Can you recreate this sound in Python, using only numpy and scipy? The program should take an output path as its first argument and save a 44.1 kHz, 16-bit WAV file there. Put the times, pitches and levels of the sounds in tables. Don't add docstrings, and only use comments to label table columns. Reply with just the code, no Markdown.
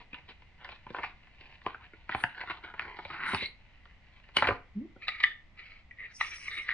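import sys
import numpy as np
from scipy import signal
from scipy.fft import rfft, irfft, next_fast_len
from scipy.io import wavfile
from scipy.ndimage import uniform_filter1d, map_coordinates

SR = 44100
rng = np.random.default_rng(int(sys.argv[2]) if len(sys.argv) > 2 else 0)


def write(x):
    x = np.atleast_2d(x).T
    wavfile.write(sys.argv[1], SR, np.round(np.clip(x, -1, 1) * 32767).astype(np.int16))


N = 296793
TIME = np.arange(N) / SR

# time in s, body level (1.3-2.8 kHz) in dB before trim, thump, hollow and snap
# in dB relative to body, contact in ms (under 1 counts as 1), favoured frequency in Hz.
BOX_KNOCKS = [(0.1309, -46.5, -5.5, -20, -3, 5.4, 2410), (0.144, -46.5, -28, -8, -0.5, 5, 2450),
              (0.2894, -55, -2, -2, 2, 12, 2980), (0.6465, -46, -37, -5, -7, 2.3, 2000),
              (0.6906, -47.5, -29, -3.5, -7, 2.5, 2420), (0.7255, -54, -5, -0.5, -13, 2.7, 2590),
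              (0.866, -54, 3.5, 11, -10.5, 4.8, 950), (0.9045, -55, 9.5, 1, -3.5, 3.5, 1890),
              (0.9465, -42.5, -13, 6, -20, 1, 1580), (0.9841, -40.5, -8.5, 3.5, -25, 10.5, 2200),
              (1.0324, -37.5, -25, -9, -14.5, 6.6, 2200), (1.0375, -38.5, -21, 2.5, -16, 2.2, 1480),
              (1.043, -39, -22, -2, -18, 4.8, 2210), (1.41, -59.5, -5.5, -13, 1.5, 2.5, 2100),
              (1.617, -57.5, -14, -7, -7, 3, 2000), (1.6643, -38.5, -1, 8, -10, 1, 1150),
              (1.746, -42.5, -17, -7.5, -23, 2.5, 1600), (1.9345, -53.5, -2, -15, -26, 5.3, 2270),
              (2.093, -36.5, -13, -1, -15.5, 5.6, 1720), (2.1228, -35.5, -29, -14, -22, 4.9, 1790),
              (2.1484, -34, -5.5, 4, -13.5, 1.6, 1470), (2.2385, -24, -15.5, -3.5, -12.5, 1.1, 1810),
              (2.4056, -40, -22, -7, -12, 18, 2020), (2.436, -48.5, -10, 4.5, -12, 3.3, 1660),
              (2.499, -38, -13, -3, -10, 10.6, 1490), (2.514, -44.5, -16.5, -11, -10, 3.7, 1470),
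              (2.639, -46, -8, -24, -8, 16, 2190), (2.686, -55, -18, 2.5, -28, 2.2, 1910),
              (2.7387, -48, -10, 1, -15, 4.8, 1500), (2.7955, -32.5, -25, -11.5, -14.5, 0.9, 1580),
              (2.8488, -49, -4, -3, -38, 8.9, 1860), (2.9888, -43, -8, 1, -19, 5.4, 2060),
              (3.0507, -43.5, -5, 1, -3.5, 3.9, 2220), (3.1015, -44, -7, 1.5, -26, 5.8, 2110),
              (3.203, -40.5, -24, -9, -16, 4.6, 1500), (3.3347, -44, 12, 11.5, -16, 5.4, 70),
              (3.3472, -35.5, -15, 1.5, 0, 1.3, 990), (3.422, -51.5, 8, 3.5, -10, 5.7, 2200),
              (4.3658, -42, -15, -9, 3, 1.5, 2900), (4.3684, -28.5, -12.5, -2.5, 4, 1.6, 2920),
              (4.3706, -32.5, -12, -5, 2, 0.72, 2910), (4.3852, -31.5, -14, -7, -16, 3, 2300),
              (4.397, -41.5, -7, -15, -5, 2.7, 2090), (4.4231, -27.5, -13, 3, -13, 1.3, 2070),
              (4.4262, -29.5, -13, 2, -13, 5, 1480), (4.4413, -31, -16, -4.5, -13.5, 14, 1682),
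              (4.451, -36, -10, -3, -15, 7, 1500), (4.4714, -28.5, -8.5, -2.5, -7.5, 8, 1360),
              (4.4863, -30, -6, -2, -20, 2.1, 1390), (4.4895, -30, 0.5, -1.5, -16, 1.6, 2090),
              (4.5078, -38.5, -3.5, 8, -26, 3.5, 1300), (4.9625, -73.5, 20, 5, -11, 5.1, 1500)]
# start in s, length in s, level at the end in dB before trim, swell on the
# way in dB, hollow and snap in dB relative to body, favoured frequency in Hz.
BOX_STROKES = [(0.004, 0.0051, -51, 3.5, 1, -4.5, 1950), (0.135, 0.054, -56, -3, -3.5, -11, 2380),
               (0.295, 0.018, -50.5, 2, -7, -2.5, 2530), (0.615, 0.068, -54, -2.5, -2.5, -6, 1500),
               (0.695, 0.056, -57, -4, -3.5, 0, 2600), (0.955, 0.047, -49, -5, 0.5, -8, 1420),
               (1.025, 0.019, -38.5, 5, -7.5, -6, 2260), (1.06, .07, -58, -9.5, -5.5, -5.5, 2190),
               (1.41, 0.15, -63.5, -6, -3, -3, 2180), (1.675, 0.082, -58, -7.5, -9, -5, 1390),
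               (1.81, 0.045, -55.5, 5, -5.5, -5, 1690), (2.11, 0.098, -48, -5, -8.5, -4.5, 1660),
               (2.25, 0.099, -52.5, 4.5, -9.5, -5.5, 1920), (2.355, 0.067, -40, 5, -8, -12, 1540),
               (2.475, 0.039, -36.5, 5, -4.5, -7.5, 1560), (2.54, 0.049, -57.5, -7, 2, -3, 1100),
               (2.64, 0.072, -50, -4, -5.5, -9, 1540), (2.75, 0.03, -55.5, -1, -7, -7, 1610),
               (2.812, 0.048, -44, -1.5, -5.5, -13.5, 1600), (2.88, 0.07, -47.5, -3, -3, -11, 1820),
               (2.97, 0.23, -57.5, -5.5, -2, -3, 2100), (4.14, 0.05, -67, -2, -4, -1.5, 3010),
               (4.378, 0.029, -42, -5, -9, -1, 4050), (4.515, 0.057, -54.5, -10.5, -0.5, -16, 1620)]
# frequency in Hz, width in Hz, gain in dB.
BOX_MODES = [(72, 84, -3), (106.5, 39, -4), (203, 180, -5.5), (335, 230, -0.5), (582, 87, -8),
             (755, 65, -1), (904, 170, 4.5), (1014, 87, 1), (1163, 59, -6), (1276, 65, -9.5),
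             (1510, 136, -2), (1737, 130, -5.5), (1882, 350, -0.5), (2067, 385, -3), (2308, 216, -2),
             (2500, 200, -8.5), (2963, 230, -8), (3300, 1000, -18), (4064, 390, -18.5), (4580, 140, -31)]
HELD_UNTIL_S, GRIP_DB, GRIP_HOLLOW_DB, GRIP_SNAP_DB = 4.36, -69, -8, -4
GRIP_THUMP_REL_HOLLOW_DB = -10.0
BOX_SCRAPE_TRIM_DB, BOX_KNOCK_TRIM_DB = -2.0, 0.1


def box():
    force = slipping(slips_per_s=300, spread_db=4.5, smooth_db=-1.0, jerk_db=2.0, jerk_rate=100)
    scrapes = rubs(BOX_STROKES, force, BOX_MODES, bass_db=-10.5, detune=0.034, scatter_db=0.5)

    thump, hollow, body, snap = friction(force, BOX_MODES, shift_db=4.0, shift_rate=11)
    low = undb(GRIP_HOLLOW_DB) * (undb(GRIP_THUMP_REL_HOLLOW_DB) * thump + hollow)
    grip = undb(GRIP_DB) * wander(1.0, 1.4) * (TIME < HELD_UNTIL_S)
    fingers = grip * (low + body + undb(GRIP_SNAP_DB) * snap)

    ticks = grip_ticks(count=9, spread_db=6.5, thump_db=-12.5, hollow_db=-1.5, snap_db=-7,
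                       contact_ms=3.8, focus_hz=1920)
    hits = knocks(BOX_KNOCKS + ticks, BOX_MODES, crush_db=-4.0, lead_db=-24.5, lead_s=0.01,
                  tail_db=-42.5, tail_s=0.017, detune=0.022, scatter_db=3.0, tick_db=-19.5)
    return undb(BOX_SCRAPE_TRIM_DB) * scrapes + fingers + undb(BOX_KNOCK_TRIM_DB) * hits


GRIP_TICK_MIN_DB = -64.5


def grip_ticks(count, spread_db, thump_db, hollow_db, snap_db, contact_ms, focus_hz):
    rows = []
    for k, (when, size) in enumerate(rng.random((count, 2))):
        s = HELD_UNTIL_S * (k + 1 - when / 2) / count
        db = GRIP_TICK_MIN_DB + spread_db * size
        rows.append((s, db, thump_db, hollow_db, snap_db, contact_ms, focus_hz))
    return rows


# time in s, body level (1.3-2.8 kHz) in dB before trim, hollow and snap in dB
# relative to body, contact in ms, favoured frequency in Hz.
CARTON_SNAPS = [(3.4089, -37.5, -18, -20, 4.3, 2260), (3.429, -42.5, -13, 1.5, 7, 2170),
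                (5.0215, -46.5, -14, -12, 4.3, 2400), (5.071, -47, -6, -13, 4, 1790),
                (5.0822, -31, -6.5, -0.5, 3.5, 3870), (5.089, -31, -10, -8, 2.4, 1860),
                (5.1461, -41.5, -11, -20, 5, 1950), (5.2025, -32, -10.5, -9, 7.1, 2380),
                (5.232, -35.5, -8, -7, 2.2, 1870), (5.2376, -16.5, -16.5, -12, 2.9, 1805),
                (5.911, -46, -22, -31, 3, 2040), (6.211, -22.5, -5, -15.5, 1.6, 1980),
                (6.383, -48, -8.5, -19, 1.5, 2220), (6.4809, -32.5, -13.5, -18, 3.5, 2180),
                (6.5689, -40, -18, -11, 8.2, 2210), (6.6902, -28, -16, -30, 1.42, 1900),
                (6.6965, -35, -11, -26, 2.1, 2030), (6.7065, -34, -11, -22, 2.1, 2020),
                (6.713, -32, -9.5, -19, 1.9, 1920), (6.7225, -33, -12, -20, 1.5, 2000)]
# start in s, length in s, level at the end in dB before trim, swell on the way in dB,
# snap in dB relative to body, favoured frequency in Hz.
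CARTON_STROKES = [(3.375, 0.081, -42.5, -2.5, 0.5, 2270), (5.027, 0.029, -45.5, -3.5, -8.5, 2400),
                  (5.094, 0.12, -48, 0.5, -5, 1230), (5.253, 0.06, -49, -4, -3.5, 3470),
                  (5.583, 0.044, -46.5, -1, -10, 2467), (5.636, 0.17, -56.5, -6.5, -7, 2220),
                  (5.991, 0.069, -43.5, 0, -17.5, 2090), (6.083, 0.033, -52.5, 2.5, -8.5, 2170),
                  (6.21, 0.072, -41, -3, -5, 2260), (6.318, 0.046, -42.5, -3, -9.5, 2250),
                  (6.399, 0.077, -41, 6, -7, 2220), (6.51, 0.067, -40, 0, -3.5, 4020),
                  (6.584, 0.028, -40.5, -4, -5, 2250), (6.625, 0.083, -44, 0.5, -7.5, 2080),
                  (6.69, .03, -37, 3, -8, 1960)]
# frequency in Hz, width in Hz, gain in dB.
CARTON_MODES = [(415, 1900, -27.5), (826, 280, -26.5), (1245, 110, -12), (1794, 83, -2.5), (1859, 82, 1.5),
                (1977, 124, 0.5), (2210, 150, -2.5), (2386, 210, -8.5), (2900, 200, -14), (3530, 210, -18),
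                (3865, 190, -11), (4910, 220, -24.5), (6150, 180, -23)]
CARTON_THUMP_DB = -34
CARTON_RUB_HOLLOW_DB = -15
CARTON_SCRAPE_TRIM_DB, CARTON_SNAP_TRIM_DB = -2.5, -1.5


def carton():
    force = slipping(slips_per_s=450, spread_db=1.5, smooth_db=0.0, jerk_db=2.0, jerk_rate=82)
    passes = [(s, length, db, swell_db, CARTON_RUB_HOLLOW_DB, snap_db, focus_hz)
              for s, length, db, swell_db, snap_db, focus_hz in CARTON_STROKES]
    scrapes = rubs(passes, force, CARTON_MODES, bass_db=-9.5, detune=0.024, scatter_db=0.0)

    snaps = [(s, db, CARTON_THUMP_DB, *rest) for s, db, *rest in CARTON_SNAPS]
    hits = knocks(snaps, CARTON_MODES, crush_db=-4.0, lead_db=-11.5, lead_s=0.0043,
                  tail_db=-33.5, tail_s=0.019, detune=0.007, scatter_db=1.5, tick_db=-30)
    return undb(CARTON_SCRAPE_TRIM_DB) * scrapes + undb(CARTON_SNAP_TRIM_DB) * hits


# time in s, body level in dB, hollow and snap in dB relative to body.
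SLIDE_PULL = [(3.095, -64, -1.5, -14.5), (3.108, -46.5, -4, -10), (3.145, -41, -5.5, -10.5),
              (3.195, -44.5, -4.5, -23), (3.21, -39.5, -5, -16), (3.25, -35.5, -8.5, -12),
              (3.3, -34.5, -4.5, -11), (3.345, -35.5, -5, -7.5), (3.375, -45, -7.5, -5)]
# frequency in Hz, width in Hz, gain in dB.
SLEEVE_MODES = [(139, 97, -12), (328, 120, -13), (940, 260, -3.5), (1530, 210, 0.5), (1880, 300, -2),
                (2200, 330, -2.5), (2450, 290, -5), (3050, 500, -14.5), (3763, 340, -12),
                (4930, 700, -27.5)]
SLEEVE_RISE_PER_S = 0.15
SLIDE_THUMP_REL_HOLLOW_DB = -9.5


def slide():
    s, _, hollow_db, snap_db = np.transpose(SLIDE_PULL)
    force = slipping(slips_per_s=1600, spread_db=2.5, smooth_db=-4.5, jerk_db=1.2, jerk_rate=180)
    tuning = 1 + SLEEVE_RISE_PER_S * (np.clip(TIME, s[0], s[-1]) - s.mean())
    rasp = resample(ring(force, SLEEVE_MODES), tuning)
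    thump, hollow, body, snap = [unit(part) for part in bands(rasp)]
    low = (undb(SLIDE_THUMP_REL_HOLLOW_DB) * thump + hollow) * undb(np.interp(TIME, s, hollow_db))
    high = snap * undb(np.interp(TIME, s, snap_db))
    return (low + body + high) * gain_curve(SLIDE_PULL, axis=1)


# time in s, chatter rate in Hz, level in dB before trim.
SLIDE_CHATTER = [(3.37, 2040, -43.5), (3.418, 2120, -42), (3.432, 2157, -33.5), (3.447, 2166, -40),
                 (3.464, 2213, -34), (3.472, 2290, -64)]
UPPER_MODE_RATIO, UPPER_MODE_DB = 1.86, -2.0
CHATTER_TRIM_DB = -1.5


def chatter():
    s, hz, _ = np.transpose(SLIDE_CHATTER)

    def mode(ratio):
        cycles = ratio * np.cumsum(np.interp(TIME, s, hz) * wander(0.45, 600)) / SR
        return np.sin(2 * np.pi * cycles) * wander(4, 300)

    squeal = unit(mode(1) + undb(UPPER_MODE_DB) * mode(UPPER_MODE_RATIO))
    return undb(CHATTER_TRIM_DB) * squeal * gain_curve(SLIDE_CHATTER, axis=2)


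# start in s, length in s, whistle level at the end in dB,
# swell on the way in dB, hiss in dB relative to the whistle, before trim.
EDGE_DRAGS = [(2.16, 0.077, -82, 12.5, 28.5), (3.275, 0.09, -65, 5.5, 13), (3.38, 0.088, -79.5, 5, 12),
              (6.152, 0.015, -45, 3.5, -18), (6.19, 0.027, -52, 5, 1.5), (6.215, 0.05, -56.5, -5, -4),
              (6.27, 0.047, -51, 0, -11), (6.34, 0.16, -61, -8, -6), (6.535, 0.09, -68.5, -4, 3),
              (6.63, 0.029, -69, -7, -4)]
# frequency in Hz, width in Hz, gain in dB.
EDGE_WHISTLE = [(4980, 160, -13.5), (5780, 59, -3.5), (6270, 140, -20.5), (6420, 120, -23)]
# frequency in Hz, width in Hz, gain in dB.
EDGE_HISS = [(6430, 790, -11.5), (8410, 590, -7.5), (9230, 320, -4.5), (8950, 400, 0.5), (9600, 400, -5)]
EDGE_SAG_PER_S, EDGE_SAG_START_S = 0.054, 6.15
HISS_LOW_HZ, HISS_TRIM_DB = 6200, -4.0


def edges():
    force = slipping(slips_per_s=1000, spread_db=1.5, smooth_db=-5.0, jerk_db=2.5, jerk_rate=45)
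    tuning = 1 - EDGE_SAG_PER_S * np.maximum(TIME - EDGE_SAG_START_S, 0)
    whistle = ring(force, EDGE_WHISTLE) * wander(2.2, 35)
    hiss = sum(ring(force, [mode]) * wander(4.0, 20) for mode in EDGE_HISS)
    hiss = signal.sosfilt(signal.butter(3, HISS_LOW_HZ, "high", fs=SR, output="sos"), hiss)
    whistle, hiss = unit(resample(whistle, tuning)), unit(resample(hiss, tuning))
    return whistle * strokes(EDGE_DRAGS) + undb(HISS_TRIM_DB) * hiss * strokes(EDGE_DRAGS, axis=4)


# time in s, resonance in Hz, level in dB before trim.
EDGE_GLIDES = [
    [(1.795, 895, -63), (1.82, 1053, -53), (1.835, 1423, -58), (1.852, 1740, -50), (1.864, 1790, -67)],
    [(5.09, 2190, -48.5), (5.12, 2280, -41.5), (5.15, 2210, -48.5), (5.178, 2110, -45), (5.2, 2355, -44.5),
     (5.23, 2380, -47)],
    [(5.975, 2005, -58), (5.997, 2040, -43), (6.035, 2076, -42), (6.06, 2040, -46), (6.075, 2070, -61)],
    [(6.49, 2050, -50), (6.55, 2167, -38.5), (6.6, 2150, -41), (6.66, 2100, -53)],
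]
GLIDE_TRIM_DB = -3.0


def glides(width_hz):
    force = slipping(slips_per_s=570, spread_db=2.5, smooth_db=-1.0, jerk_db=-0.5, jerk_rate=180)
    lowpass = signal.butter(2, width_hz / 2, fs=SR, output="sos")
    slow_cos, slow_sin = unit(signal.sosfilt(lowpass, [force, force[::-1]]))
    out = np.zeros(N)
    for rows in EDGE_GLIDES:
        s, hz, _ = np.transpose(rows)
        phase = 2 * np.pi * np.cumsum(np.interp(TIME, s, hz)) / SR
        out += (slow_cos * np.cos(phase) + slow_sin * np.sin(phase)) * gain_curve(rows, axis=2)
    return undb(GLIDE_TRIM_DB) * out


# start in s, length in s, level at the end in dB, swell on the way in dB.
CRACKLES = [(0.62, .13, -77, 1), (0.93, .14, -64, 2.5), (1.42, .14, -76, 0), (1.635, .04, -62, 1),
            (2.38, .14, -72, 5.5), (2.8, .15, -74.5, -2), (4.39, 0.11, -51, 0), (4.49, 0.063, -66, -13)]
# frequency in Hz, width in Hz, gain in dB.
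FIBRE_MODES = [(3400, 600, -5), (4000, 440, 0.5), (4710, 570, -9.5), (5900, 700, -24.5)]


def crackle():
    force = slipping(slips_per_s=420, spread_db=4.5, smooth_db=-12.5, jerk_db=2.5, jerk_rate=60)
    return unit(ring(force, FIBRE_MODES)) * strokes(CRACKLES)


SQUEAK_START_S, SQUEAK_FREE_S, SQUEAK_END_S = 4.765, 4.813, 4.856
SQUEAK_SLOW_HZ, SQUEAK_FAST_HZ, SQUEAK_GLIDE_S = 198, 335, 0.012
SQUEAK_DB, SQUEAK_DB_PER_OCTAVE, SQUEAK_EDGE_S = -33, -16, 0.0045
SQUEAK_PARTIALS_DB = [-1.5, -27, -42]


def squeak():
    freed = (1 + np.tanh((TIME - SQUEAK_FREE_S) / SQUEAK_GLIDE_S / 2)) / 2
    hz = SQUEAK_SLOW_HZ + (SQUEAK_FAST_HZ - SQUEAK_SLOW_HZ) * freed
    phase = 2 * np.pi * np.cumsum(hz * wander(0.3, 220)) / SR
    tone = sum(undb(db) * np.sin(k * phase) for k, db in enumerate(SQUEAK_PARTIALS_DB, 1))
    tone = unit(tone * wander(1.6, 200))
    outside_s = abs(TIME - np.clip(TIME, SQUEAK_START_S, SQUEAK_END_S))
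    contact = np.exp(-outside_s / SQUEAK_EDGE_S) + 1e-9
    octaves = np.log2(hz / SQUEAK_SLOW_HZ)
    return tone * contact * undb(SQUEAK_DB + SQUEAK_DB_PER_OCTAVE * octaves)


# time in s, level in dB.
LANDINGS = [(4.4234, -40), (4.487, -30.5)]
# frequency in Hz, t60 in s, gain in dB.
DESK_MODES = [(114.4, 0.26, -2), (208, 0.17, -16), (267, 0.31, -12), (559.4, 0.13, -1.5), (619.4, 0.12, 1),
              (713, 0.24, -3), (1014, 0.22, -5.5)]


def desk():
    return ringing(LANDINGS, DESK_MODES) * wander(2.8, 170)


# time in s, level in dB.
WALL_SNAPS = [(5.24, -34), (6.212, -47)]
# frequency in Hz, t60 in s, gain in dB.
WALL_MODES = [(1220, 0.16, -16.5), (1783, 0.29, -4), (1833, 0.35, -2.5), (3530, .28, -9.5),
              (3590, 0.27, -11), (3800, 0.12, -15.5)]


def walls():
    return ringing(WALL_SNAPS, WALL_MODES) * wander(1.9, 150)


def ringing(blows, modes):
    t = np.arange(SR // 2) / SR
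    response = sum(undb(db) * np.exp(-np.log(1000) * t / t60) * np.sin(2 * np.pi * hz * t)
                   for hz, t60, db in modes)
    out = np.zeros(N + SR)
    for s, db in blows:
        start = int(s * SR)
        out[start:start + len(t)] += undb(db) * response
    return out[:N]


# frequency in Hz, width in Hz, gain in dB.
TICK_MODES = [(4600, 350, -2), (6200, 360, -13.5), (9030, 890, -8)]


def knocks(rows, modes, crush_db, lead_db, lead_s, tail_db, tail_s, detune, scatter_db, tick_db):
    lead = SR // 40
    t = np.arange(-lead, SR // 12) / SR
    after = np.maximum(t, 0)
    level_window = slice(lead, lead + SR // 66)
    strain = undb(lead_db) * np.exp(-abs(t) / lead_s)
    tail = undb(tail_db) * np.exp(-after / tail_s)
    out = np.zeros(N + SR)
    for s, db, thump_db, hollow_db, snap_db, contact_ms, focus_hz in rows:
        contact_ms = max(contact_ms, 1)
        shape = np.where(t < 0, strain, np.exp(-after * 1000 / contact_ms) + tail)
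        uneven = undb(2.86 * rng.standard_normal(len(t)))
        crush = rng.standard_normal(len(t)) * uneven * shape
        force = undb(crush_db) * crush * np.sqrt(contact_ms / np.sum(crush ** 2))
        force[lead] += 1

        parts = bands(ring(force, modes, 1 + detune * rng.standard_normal(), scatter_db, focus_hz))
        parts.append(ring(force, TICK_MODES))
        edge_db = snap_db + tick_db + 1.3 * min(db + snap_db + 32.5, 0)
        start = int(s * SR) - lead - SR // 1500
        for part, rel_db in zip(parts, (thump_db, hollow_db, 0, snap_db, edge_db)):
            out[start:start + len(t)] += undb(db + rel_db) / np.std(part[level_window]) * part
    return out[:N]


def rubs(rows, force, modes, bass_db, detune, scatter_db):
    out = np.zeros(N)
    for start, length, db, swell_db, hollow_db, snap_db, focus_hz in rows:
        effort = strokes([(start, length, db, swell_db)])
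        near = effort > 0
        stretch = 1 + detune * rng.standard_normal()
        parts = bands(ring(force[near] * effort[near], modes, stretch, scatter_db, focus_hz))
        effort_rms = np.sqrt(np.mean(effort[near] ** 2))
        for part, rel_db in zip(parts, (hollow_db + bass_db, hollow_db, 0, snap_db)):
            out[near] += undb(rel_db) * unit(part) * effort_rms
    return out


STROKE_ATTACK_S, STROKE_RELEASE_S = 0.011, 0.011


def strokes(rows, axis=None):
    power = np.zeros(N)
    for row in rows:
        start, length, db, swell_db = row[:4]
        near = slice(max(int((start - 0.1) * SR), 0), int((start + length + 0.2) * SR))
        t = TIME[near] - start
        level = db + swell_db * (np.clip(t / length, 0, 1) - 1) + (row[axis] if axis else 0)
        fade = np.maximum(-t, 0) / STROKE_ATTACK_S + np.maximum(t - length, 0) / STROKE_RELEASE_S
        power[near] += (undb(level) * np.exp(-fade)) ** 2
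    return np.sqrt(power)


def friction(force, modes, shift_db, shift_rate, count=4):
    families = [ring(force, modes[k::count]) * wander(shift_db, shift_rate) for k in range(count)]
    return [unit(part) for part in bands(sum(families))]


def slipping(slips_per_s, spread_db, smooth_db, jerk_db, jerk_rate):
    grain = rng.standard_normal(N)
    happens = rng.random(N) < slips_per_s / SR
    size = undb(spread_db * np.minimum(rng.exponential(size=N), 3))
    slips = happens * np.sign(grain) * size
    return (unit(slips) + undb(smooth_db) * grain) * wander(jerk_db, jerk_rate)


FOCUS_DB, FOCUS_WIDTH_HZ = 9.5, 220


def ring(force, modes, stretch=1, scatter_db=0, focus_hz=np.inf):
    out = 0
    for (hz, width, db), (sign, chance) in zip(modes, rng.standard_normal((len(modes), 2))):
        b, a = map(np.convolve, resonator(hz * stretch, width), resonator(hz * stretch, 0.83 * hz))
        favour_db = FOCUS_DB * np.exp(-((hz - focus_hz) / FOCUS_WIDTH_HZ) ** 2)
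        gain = np.sign(sign) * undb(db + favour_db + scatter_db * chance)
        out = out + signal.lfilter(gain * b, a, force)
    return out


def resonator(hz, width):
    g = 1 / (1 + np.tan(np.pi * width / SR))
    return [1 - g, 0, g - 1], [1, -2 * g * np.cos(2 * np.pi * hz / SR), 2 * g - 1]


BAND_EDGES_HZ = [45, 550, 1300, 2800, 4900]
BAND_FILTERS = [signal.butter(3, hz, "band", fs=SR, output="sos")
                for hz in zip(BAND_EDGES_HZ, BAND_EDGES_HZ[1:])]


def bands(x):
    return [signal.sosfilt(sos, x) for sos in BAND_FILTERS]


def resample(x, tuning):
    return map_coordinates(x, [np.cumsum(tuning)], mode="mirror")


def wander(db, rate):
    size = int(N / SR * rate) + 2
    return np.interp(TIME, np.arange(size) / rate, undb(db * rng.standard_normal(size)))


def gain_curve(rows, axis):
    rows = np.array(rows)
    db = np.interp(TIME, rows[:, 0], rows[:, axis], left=-120, right=-120)
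    return uniform_filter1d(undb(db), size=200)


def undb(db):
    return np.exp(np.asarray(db) * (np.log(10) / 20))


def unit(x):
    return x / np.sqrt(np.mean(x ** 2) + 1e-30)


def over_hz(points, size):
    hz, value = np.transpose(points)
    return np.interp(np.log(np.fft.rfftfreq(size, 1 / SR) + 1), np.log(hz), value)


# frequency in Hz, lead in radians.
PORT_PHASE = [(30, .01), (1000, 0.32), (2150, 0.49), (2400, 1.52), (2750, 1.61), (3300, 1.83), (4050, 1.6),
              (5200, 1.98), (5900, 2), (11000, 1.8)]


def ports(x):
    size = next_fast_len(N + 2000)
    turn = np.exp(np.array([[1j], [-1j]]) * over_hz(PORT_PHASE, size) / 2)
    return irfft(rfft(x, size) * turn, size)[:, :N]


def moving_room(x, count):
    place = TIME / TIME[-1] * (count - 1)
    out = 0
    for k in range(count):
        here = np.cos(np.pi / 2 * np.minimum(abs(place - k), 1))
        out = out + room(x * here, wet_db=-10.0, t60_s=0.32, treble_t60_s=0.25, early_db=3.5, early_s=0.011)
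    return out


def room(x, wet_db, t60_s, treble_t60_s, early_db, early_s):
    t = np.arange(SR // 2) / SR
    noise = rng.standard_normal((2, len(t)))
    low = signal.sosfilt(signal.butter(2, 2800, fs=SR, output="sos"), noise)
    tail = low * undb(-60 * t / t60_s) + (noise - low) * undb(-60 * t / treble_t60_s)
    tail = tail * (1 + undb(early_db) * np.exp(-t / early_s)) * (t > 0.003)
    low_energy = np.sum(low[0] ** 2 * undb(-120 * t / t60_s))
    response = diffuse(*tail) / np.sqrt(low_energy * SR / 5600)
    return undb(wet_db) * signal.fftconvolve(x[None], response, axes=1)[:, :N]


# frequency in Hz, side gain relative to mid in dB.
DIFFUSE_SIDE = [(40, -11.5), (250, -8), (1000, -9.5), (2500, -1), (5000, -1)]


def diffuse(mid, side):
    side = irfft(rfft(side) * undb(over_hz(DIFFUSE_SIDE, len(side))), len(side))
    return np.array([mid + side, mid - side])


# frequency in Hz, relative density in dB per Hz.
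AIR = [(25, 1), (70, 0), (130, -9.5), (220, -15), (400, -25.5), (750, -21.5), (1100, -24.5), (1700, -28.5),
       (2030, -15), (2300, -23.5), (2700, -26), (4200, -35.5), (6000, -44), (8000, -53), (11000, -75.5)]
AIR_MID_DB = -59.16


def air():
    size = next_fast_len(N)
    colour = undb(over_hz(AIR, size))
    mid, side = (unit(irfft(rfft(rng.standard_normal(size)) * colour, size)) for _ in range(2))
    return undb(AIR_MID_DB) * diffuse(mid, side)[:, :N] * wander(0.36, 3.3)


def scene():
    big_box = box() + slide() + crackle()
    small_carton = carton() + walls() + chatter()
    handling = big_box + small_carton + glides(width_hz=190) + edges() + squeak() + desk()
    return ports(handling) + moving_room(handling, count=8) + air()


TOP_HZ = 10600


def record(dry):
    return signal.sosfilt(signal.ellip(8, 0.2, 70, TOP_HZ, fs=SR, output="sos"), dry)


dry = scene()
out = record(dry)
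write(out)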